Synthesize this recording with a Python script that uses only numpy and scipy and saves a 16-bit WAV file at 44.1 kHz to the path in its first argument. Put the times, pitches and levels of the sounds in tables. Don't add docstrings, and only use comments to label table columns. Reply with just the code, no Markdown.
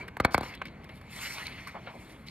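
import sys
import numpy as np
from scipy import signal
from scipy.fft import rfft, irfft, next_fast_len
from scipy.io import wavfile
from scipy.ndimage import uniform_filter1d, map_coordinates

SR = 44100
rng = np.random.default_rng(int(sys.argv[2]) if len(sys.argv) > 2 else 0)


def log_audio(samples):
    frames = np.atleast_2d(samples).T
    limited = np.clip(frames, -1, 1)
    pcm = np.round(limited * 32767).astype(np.int16)
    wavfile.write(sys.argv[1], SR, pcm)


def how_loud(loudness_db):
    steps = np.asarray(loudness_db, float) / 20
    return 10 ** steps


N = 101429


def unit(x):
    return x / np.sqrt(np.mean(x ** 2) + 1e-20)


def noise(shape):
    return rng.standard_normal(shape)


def along(points, hz):
    f, v = np.transpose(points)
    return np.interp(np.log(hz + 1), np.log(f + 1), v)


def over_time(points):
    return np.interp(np.arange(N) / SR, *np.transpose(points))


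def closed(points):
    return [(points[0][0] / 2, points[0][1] - 24), *points, (points[-1][0] * 1.2, points[-1][1] - 30)]


def filtered(x, response):
    m = next_fast_len(x.shape[-1] + 8192)
    return irfft(rfft(x, m) * response(np.fft.rfftfreq(m, 1 / SR)), m)[..., :x.shape[-1]]


def wobble(rate):
    return map_coordinates(noise(int(N * rate / SR) + 4), [np.arange(N) * rate / SR])


def patches(shape, bins, frames):
    return unit(uniform_filter1d(uniform_filter1d(noise(shape), bins, 0), frames, 1))


def rush(x, spectrum, patchy_db):
    z = signal.stft(x, nperseg=512)[2]
    x = signal.istft(z * how_loud(patchy_db * patches(z.shape, 6, 8)), nperseg=512)[1][:N]
    return unit(filtered(x, lambda hz: how_loud(along(closed(spectrum), hz))))


def add(track, s, piece):
    part = track[max(round(s * SR), 0):][:len(piece)]
    part += piece[:len(part)]


# frequency [Hz], level [dB].
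VENT_COLOUR = [(32, -5.5), (60, 1.5), (220, -1), (400, -11), (900, -15), (2400, -23.5), (5200, -47.5),
               (14000, -50.5)]


def ventilation():
    level_db = -49 + .7 * wobble(7)
    return how_loud(level_db) * rush(noise(N), VENT_COLOUR, patchy_db=1.3)


# frequency [Hz], time to fall 60 dB [s].
HALL_T60 = [(100, 1), (2000, 0.37), (4500, 0.066), (6500, 0.014)]


def hall(page):
    hz, t, z = signal.stft(noise(SR // 3), SR, nperseg=256)
    tail = signal.istft(z * how_loud(-60 * t / along(HALL_T60, hz)[:, None]), SR, nperseg=256)[1]
    tail = tail / np.linalg.norm(tail)
    return how_loud(-24) * signal.fftconvolve(np.pad(page, (500, 0)), tail)[:N]


# time [s], level [dB], brightness [dB], centre of the hiss [kHz].
SLIDE_STROKE = [(0, -50.5, -13, 7.2), (.14, -74.5, -35, 13), (.42, -50, -29, 10), (0.431, -47.5, -7.5, 6.9),
                (.52, -51.5, -12, 4.7), (.6, -62, -33, 12), (0.778, -68, -23, 8.3), (.975, -61.5, -7, 10.4),
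                (1.03, -63, -17, 10), (1.092, -58, -15, 6.9), (1.11, -51.5, -6, 9.4),
                (1.26, -39.5, -6, 6.9), (1.35, -45.5, -6.5, 7.6), (1.5, -46.5, -16.5, 8.9),
                (1.64, -50.5, -15, 7.2), (1.8, -62.5, -13, 7.1), (1.98, -61.5, -8.5, 8.1),
                (2.1, -61.5, -4.5, 8.2), (2.3, -64.5, -16, 11)]
# frequency [Hz], level [dB].
SLIDE_BODY = [(400, -16), (800, -6.5), (1300, -3.5), (1700, -5), (2300, 0), (3300, -8.5), (4600, -13)]
# frequency [Hz], level [dB].
SLIDE_HISS = [(5200, 4.5), (5800, -2), (6600, -5), (8000, -6.5), (12700, -1), (15500, -7)]
# time [s], pitch [kHz].
SHEET_NOTCH = [(0, 8.5), (.6, 5.7), (1.1, 6.2), (1.22, 5.2), (1.36, 7.9), (1.6, 7.3), (1.8, 7.2),
               (1.95, 6.1), (2.3, 5.9)]
# time [s], gain below 1700 Hz [dB].
FULLNESS = [(0, 8.5), (.45, 1), (.8, -6), (1.12, -7), (1.25, -1), (1.4, 5), (1.52, -4.5), (1.65, -3),
            (2.3, -1)]


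def slide():
    s, level_db, bright_db, centre_khz = np.transpose(SLIDE_STROKE)
    catches = rng.random((2, N)) < 6000 / SR
    grains = catches * how_loud(3.5 * rng.exponential(size=(2, N))) * noise((2, N))
    grit = 0.25 * unit(grains) + noise((2, N))

    hz, t, z = signal.stft(grit[1], SR, nperseg=512)
    khz = hz[:, None] / 1000
    hump = np.exp(-((khz - np.interp(t, s, centre_khz)) / 2.5) ** 2)
    notch = np.exp(-((khz - np.interp(t, *np.transpose(SHEET_NOTCH))) / .6) ** 2)
    bent = signal.istft(z * how_loud(8 * hump - 5 * notch), nperseg=512)[1][:N]
    hiss = rush(bent, SLIDE_HISS, patchy_db=1.8)

    body = rush(grit[0], SLIDE_BODY, patchy_db=3.0)
    body = body + (how_loud(over_time(FULLNESS)) - 1) * filtered(body, lambda f: f < 1700)

    seconds = np.arange(N) / SR
    stroke_db = np.interp(seconds, s, level_db) + .9 * wobble(25)
    hiss_db = stroke_db + np.interp(seconds, s, bright_db) + 1.7 * wobble(40.87)
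    return how_loud(stroke_db + wobble(70.0)) * body + how_loud(hiss_db) * hiss


# start [s], level [dB], length [s], centre [Hz], air [dB].
SCUFF_EVENTS = [(0.002, -50.5, 0.14, 400, -38), (0.079, -42, 0.011, 1700, -16.5),
                (0.238, -50, 0.021, 2750, -44), (0.285, -56, 0.012, 1390, -24),
                (0.308, -55.5, 0.03, 3200, -5), (0.32, -63, 0.027, 4000, 7.5), (0.336, -56, 0.012, 4000, 6),
                (0.534, -54, 0.014, 2130, -29), (0.538, -47, 0.02, 2180, -24),
                (0.55, -53.5, 0.0095, 2390, -4.5), (0.62, -57, 0.004, 4100, -19),
                (0.6546, -40, 0.0037, 2130, -18), (0.657, -47, 0.013, 2130, -20),
                (0.669, -52, 0.0074, 2900, -18), (0.681, -51.5, 0.0063, 2500, -22),
                (0.835, -55, 0.0034, 2570, -27), (0.8433, -53, 0.0025, 2260, -7.5),
                (0.848, -52, 0.0032, 1500, -19), (0.891, -46.5, 0.01, 2040, -23),
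                (0.898, -58.5, 0.019, 1800, -25), (1.013, -48, 0.0072, 1390, -18),
                (1.451, -45, 0.031, 2870, -30), (1.4677, -48.5, 0.0033, 4200, -1),
                (1.48, -43, 0.0037, 1700, -33), (1.576, -50.5, 0.05, 1970, -38),
                (1.672, -43, 0.028, 1500, -9.5), (1.744, -41.5, 0.047, 750, -45),
                (1.752, -51.5, 0.035, 1550, -45), (1.862, -48.5, 0.043, 2040, -59),
                (1.87, -47.5, 0.053, 800, -45), (2.048, -67, 0.0028, 2980, -2),
                (1.938, -50, 0.038, 590, -43), (2.095, -59, 0.019, 2300, -24), (2.26, -56, 0.2, 3000, -5),
                (2.268, -69, .004, 3500, 4.5), (2.285, -38, 0.0022, 2780, -32)]
# frequency [Hz], level [dB].
SCUFF_AIR = [(2900, -26), (3200, -12), (5000, 7), (6500, -8.5), (8500, 1), (13000, 0.5), (15500, -6.5)]


def scuffs():
    out, t = np.zeros(N), np.arange(SR // 10) / SR
    octaves, rise_share, tick_s, tick_rest = 0.77, 0.07, 0.0038, 0.32
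    tick = np.exp(-t / tick_s) + tick_rest
    for s, db, length, centre_hz, air_db in SCUFF_EVENTS:
        grit = noise(len(t)) * how_loud(1.3 * unit(uniform_filter1d(noise(len(t)), 60)))
        body = unit(filtered(grit, lambda hz: np.exp(-(np.log2((hz + 1) / centre_hz) / octaves) ** 2)))
        air = unit(filtered(grit, lambda hz: how_loud(along([(1500, -90), *SCUFF_AIR], hz))))
        air = how_loud(air_db + 4.0) * air * tick
        shape = np.clip(t / (rise_share * length), 0, 1) * np.exp(-(t / length) ** 3)
        add(out, s, how_loud(db) * shape * (body + air))
    return out


# peak time [s], peak level [dB], pitch [Hz], length [s].
SHORT_RINGS = [(0.013, -38.5, 2317, 0.011), (0.2497, -15.5, 2264, 0.0025), (.3455, -25, 4000, 0.00071),
               (0.3485, -18, 2234, 0.0013), (0.411, -41, 4200, 0.0013), (0.619, -29, 1450, 0.0012),
               (0.622, -33, 2450, 0.0017), (0.896, -42, 584, 0.0031), (1.467, -39, 2270, 0.0039),
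               (1.469, -34, 4220, 0.0019), (1.673, -37.5, 1164, 0.0058), (1.874, -37, 520, 0.004),
               (1.876, -36, 1396, 0.0047)]


def rings():
    out, t = np.zeros(N), np.arange(SR // 20) / SR - .01
    for s, db, hz, length in SHORT_RINGS:
        drift = unit(uniform_filter1d(uniform_filter1d(noise(len(t)), size=70), size=40))
        phase = 2 * np.pi * hz * t + 0.68 * drift
        swell = np.exp(-np.abs(t) / length / np.where(t > 0, 1, .6))
        add(out, s - .01, how_loud(db) * uniform_filter1d(swell, size=15) * np.cos(phase))
    return out


# time [s], peak [dB], thud over the crack [dB],
# bending-wave lag near 100 Hz [ms], brightness [dB].
BUCKLES = [
    (0.1687, -26, -12, 12, -4),
    (0.2008, -16.5, 1, 14, -3.5),
    (0.2495, -8, -6, 9, -4.5),
    (0.345, -8.5, -4.5, 12.8, -2.5),
    (0.3796, -15, -5, 13.3, -8),
    (.409, -26.5, 8.5, 13.6, -5.5),
    (0.4321, -30, 6, 13, -6),
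    (.617, -22.5, -26, 6.5, 2.5),
]
# crumple [dB], treble click [dB], sizzle [dB].
BUCKLE_TEARS = [(-0.5, -14, 4), (1.5, -10, 6), (-4, -5.5, -2), (-1.5, -1, -1), (-9, -0.5, 2.5),
                (-2.5, 1, 7), (4, 2, -8), (-1, -38, -11)]
# frequency [Hz], level [dB].
CRACK_COLOUR = [(400, -11.5), (900, -2), (1600, -4.5), (3000, -19), (4500, -15), (6000, -28.5), (9000, -21),
                (14000, -24.5)]
# frequency [Hz], level [dB].
THUD_COLOUR = [(40, -11), (70, 3), (250, -2), (800, -10.5), (1600, -76)]


def snaps():
    out, t = np.zeros(N), np.arange(SR // 8) / SR - .004
    edge_s, edge_db = 0.0039, -14.5
    crumple_t60 = np.where(t > 0, 0.028, .006)
    sizzle_s = 0.0074
    blow = -np.exp(-(t * SR) ** 2) - how_loud(edge_db) * np.exp(-((t - edge_s) * SR) ** 2)
    for (s, db, thud_db, lag_ms, bright_db), (crumple_db, click_db, sizzle_db) in zip(BUCKLES, BUCKLE_TEARS):
        tilt = [(1200, 0), (2000, bright_db), (3000, bright_db), (5500, bright_db + click_db)]

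        def late(hz):
            bending = lag_ms / 10 * np.log(1 + hz / 25) * (hz > 0)
            return np.exp(-2j * np.pi * (bending - hz * 0.00012))

        crumple = how_loud(-14 + crumple_db - 60 * np.abs(t) / crumple_t60) * noise(len(t))
        struck = blow + filtered(crumple, lambda hz: hz < 5200)
        crack = filtered(struck, lambda hz: how_loud(along(closed(CRACK_COLOUR), hz) + along(tilt, hz)) * late(hz))
        thud = filtered(blow, lambda hz: how_loud(along(closed(THUD_COLOUR), hz)) * late(hz))
        sizzle_gate = (t > 0) * np.exp(-(t / sizzle_s) ** 6)
        sizzle = how_loud(-28.5 + sizzle_db) * sizzle_gate * filtered(noise(len(t)), lambda hz: hz > 5200)
        snap = (crack + how_loud(3.5 + thud_db) * thud) / np.abs(crack).max()
        add(out, s - .004, how_loud(db) * snap + how_loud(db + bright_db / 2) * sizzle)
    return out


def scatter(x):
    z = signal.stft(x, nperseg=512)[2]
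    return signal.istft(z * np.exp(1.8j * patches(z.shape, 5, 5)), nperseg=512)[1][:N]


# frequency [Hz], side over mid [dB].
SIDE_LEVEL = [(60, -33), (290, -15), (1100, -6), (2250, -8), (3600, -4), (6500, 4), (9000, 1.5),
              (13000, -27)]
# frequency [Hz], unrelated share of the side [0-1].
SIDE_DIFFUSE = [(100, 0.22), (2000, 0.48), (7000, 0.25), (14000, 0.67)]
# frequency [Hz], left share [ratio].
LEFT_LEAN = [(60, 0.014), (500, 0.037), (2500, -0.034), (5000, -0.098)]


def two_ports(mid, buckles):
    cancel_hz, cancel_width_hz = 5050, 92
    wide = mid - 0.31 * buckles
    scattered = scatter(wide)

    def loose(hz):
        return np.clip(along(SIDE_DIFFUSE, hz), 0, 1)

    def turned(hz):
        quarter = -1j * np.sign(cancel_hz - hz)
        return quarter * np.sqrt(1 - loose(hz) ** 2) * how_loud(along(SIDE_LEVEL, hz)) + along(LEFT_LEAN, hz)

    side = 0.031 * buckles + filtered(wide, turned)
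    side = side + filtered(scattered, lambda hz: loose(hz) * how_loud(along(SIDE_LEVEL, hz)))
    mid = filtered(mid, lambda hz: 1 - 1 / (1 + ((hz - cancel_hz) / cancel_width_hz) ** 2))
    return np.array([mid + side, mid - side])


def scene():
    buckles = snaps()
    page = buckles + rings() + scuffs() + slide()
    return two_ports(page + hall(page) + ventilation(), buckles)


# frequency [Hz], width [Hz], gain [dB].
PORT_CAVITIES = [(2155, 203, 6.5), (4270, 380, 4)]
# frequency [Hz], gain [dB].
TOP_DROOP = [(14300, -0.5), (15200, -2.5), (16400, -37)]


def microphone(x):
    def response(f):
        gain = (f < 16500) * how_loud(along(TOP_DROOP, f))
        for c, w, db in PORT_CAVITIES:
            gain = gain * (1 + (how_loud(db) - 1) * 1j * f * w / (c * c - f * f + 1j * f * w))
        return gain
    return filtered(x, response)


def top_cut(x):
    return signal.sosfilt(signal.butter(12, 16520, fs=SR, output="sos"), x)


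def record(dry):
    mix = microphone(dry)
    return top_cut(mix)


dry = scene()
out = record(dry)
log_audio(out)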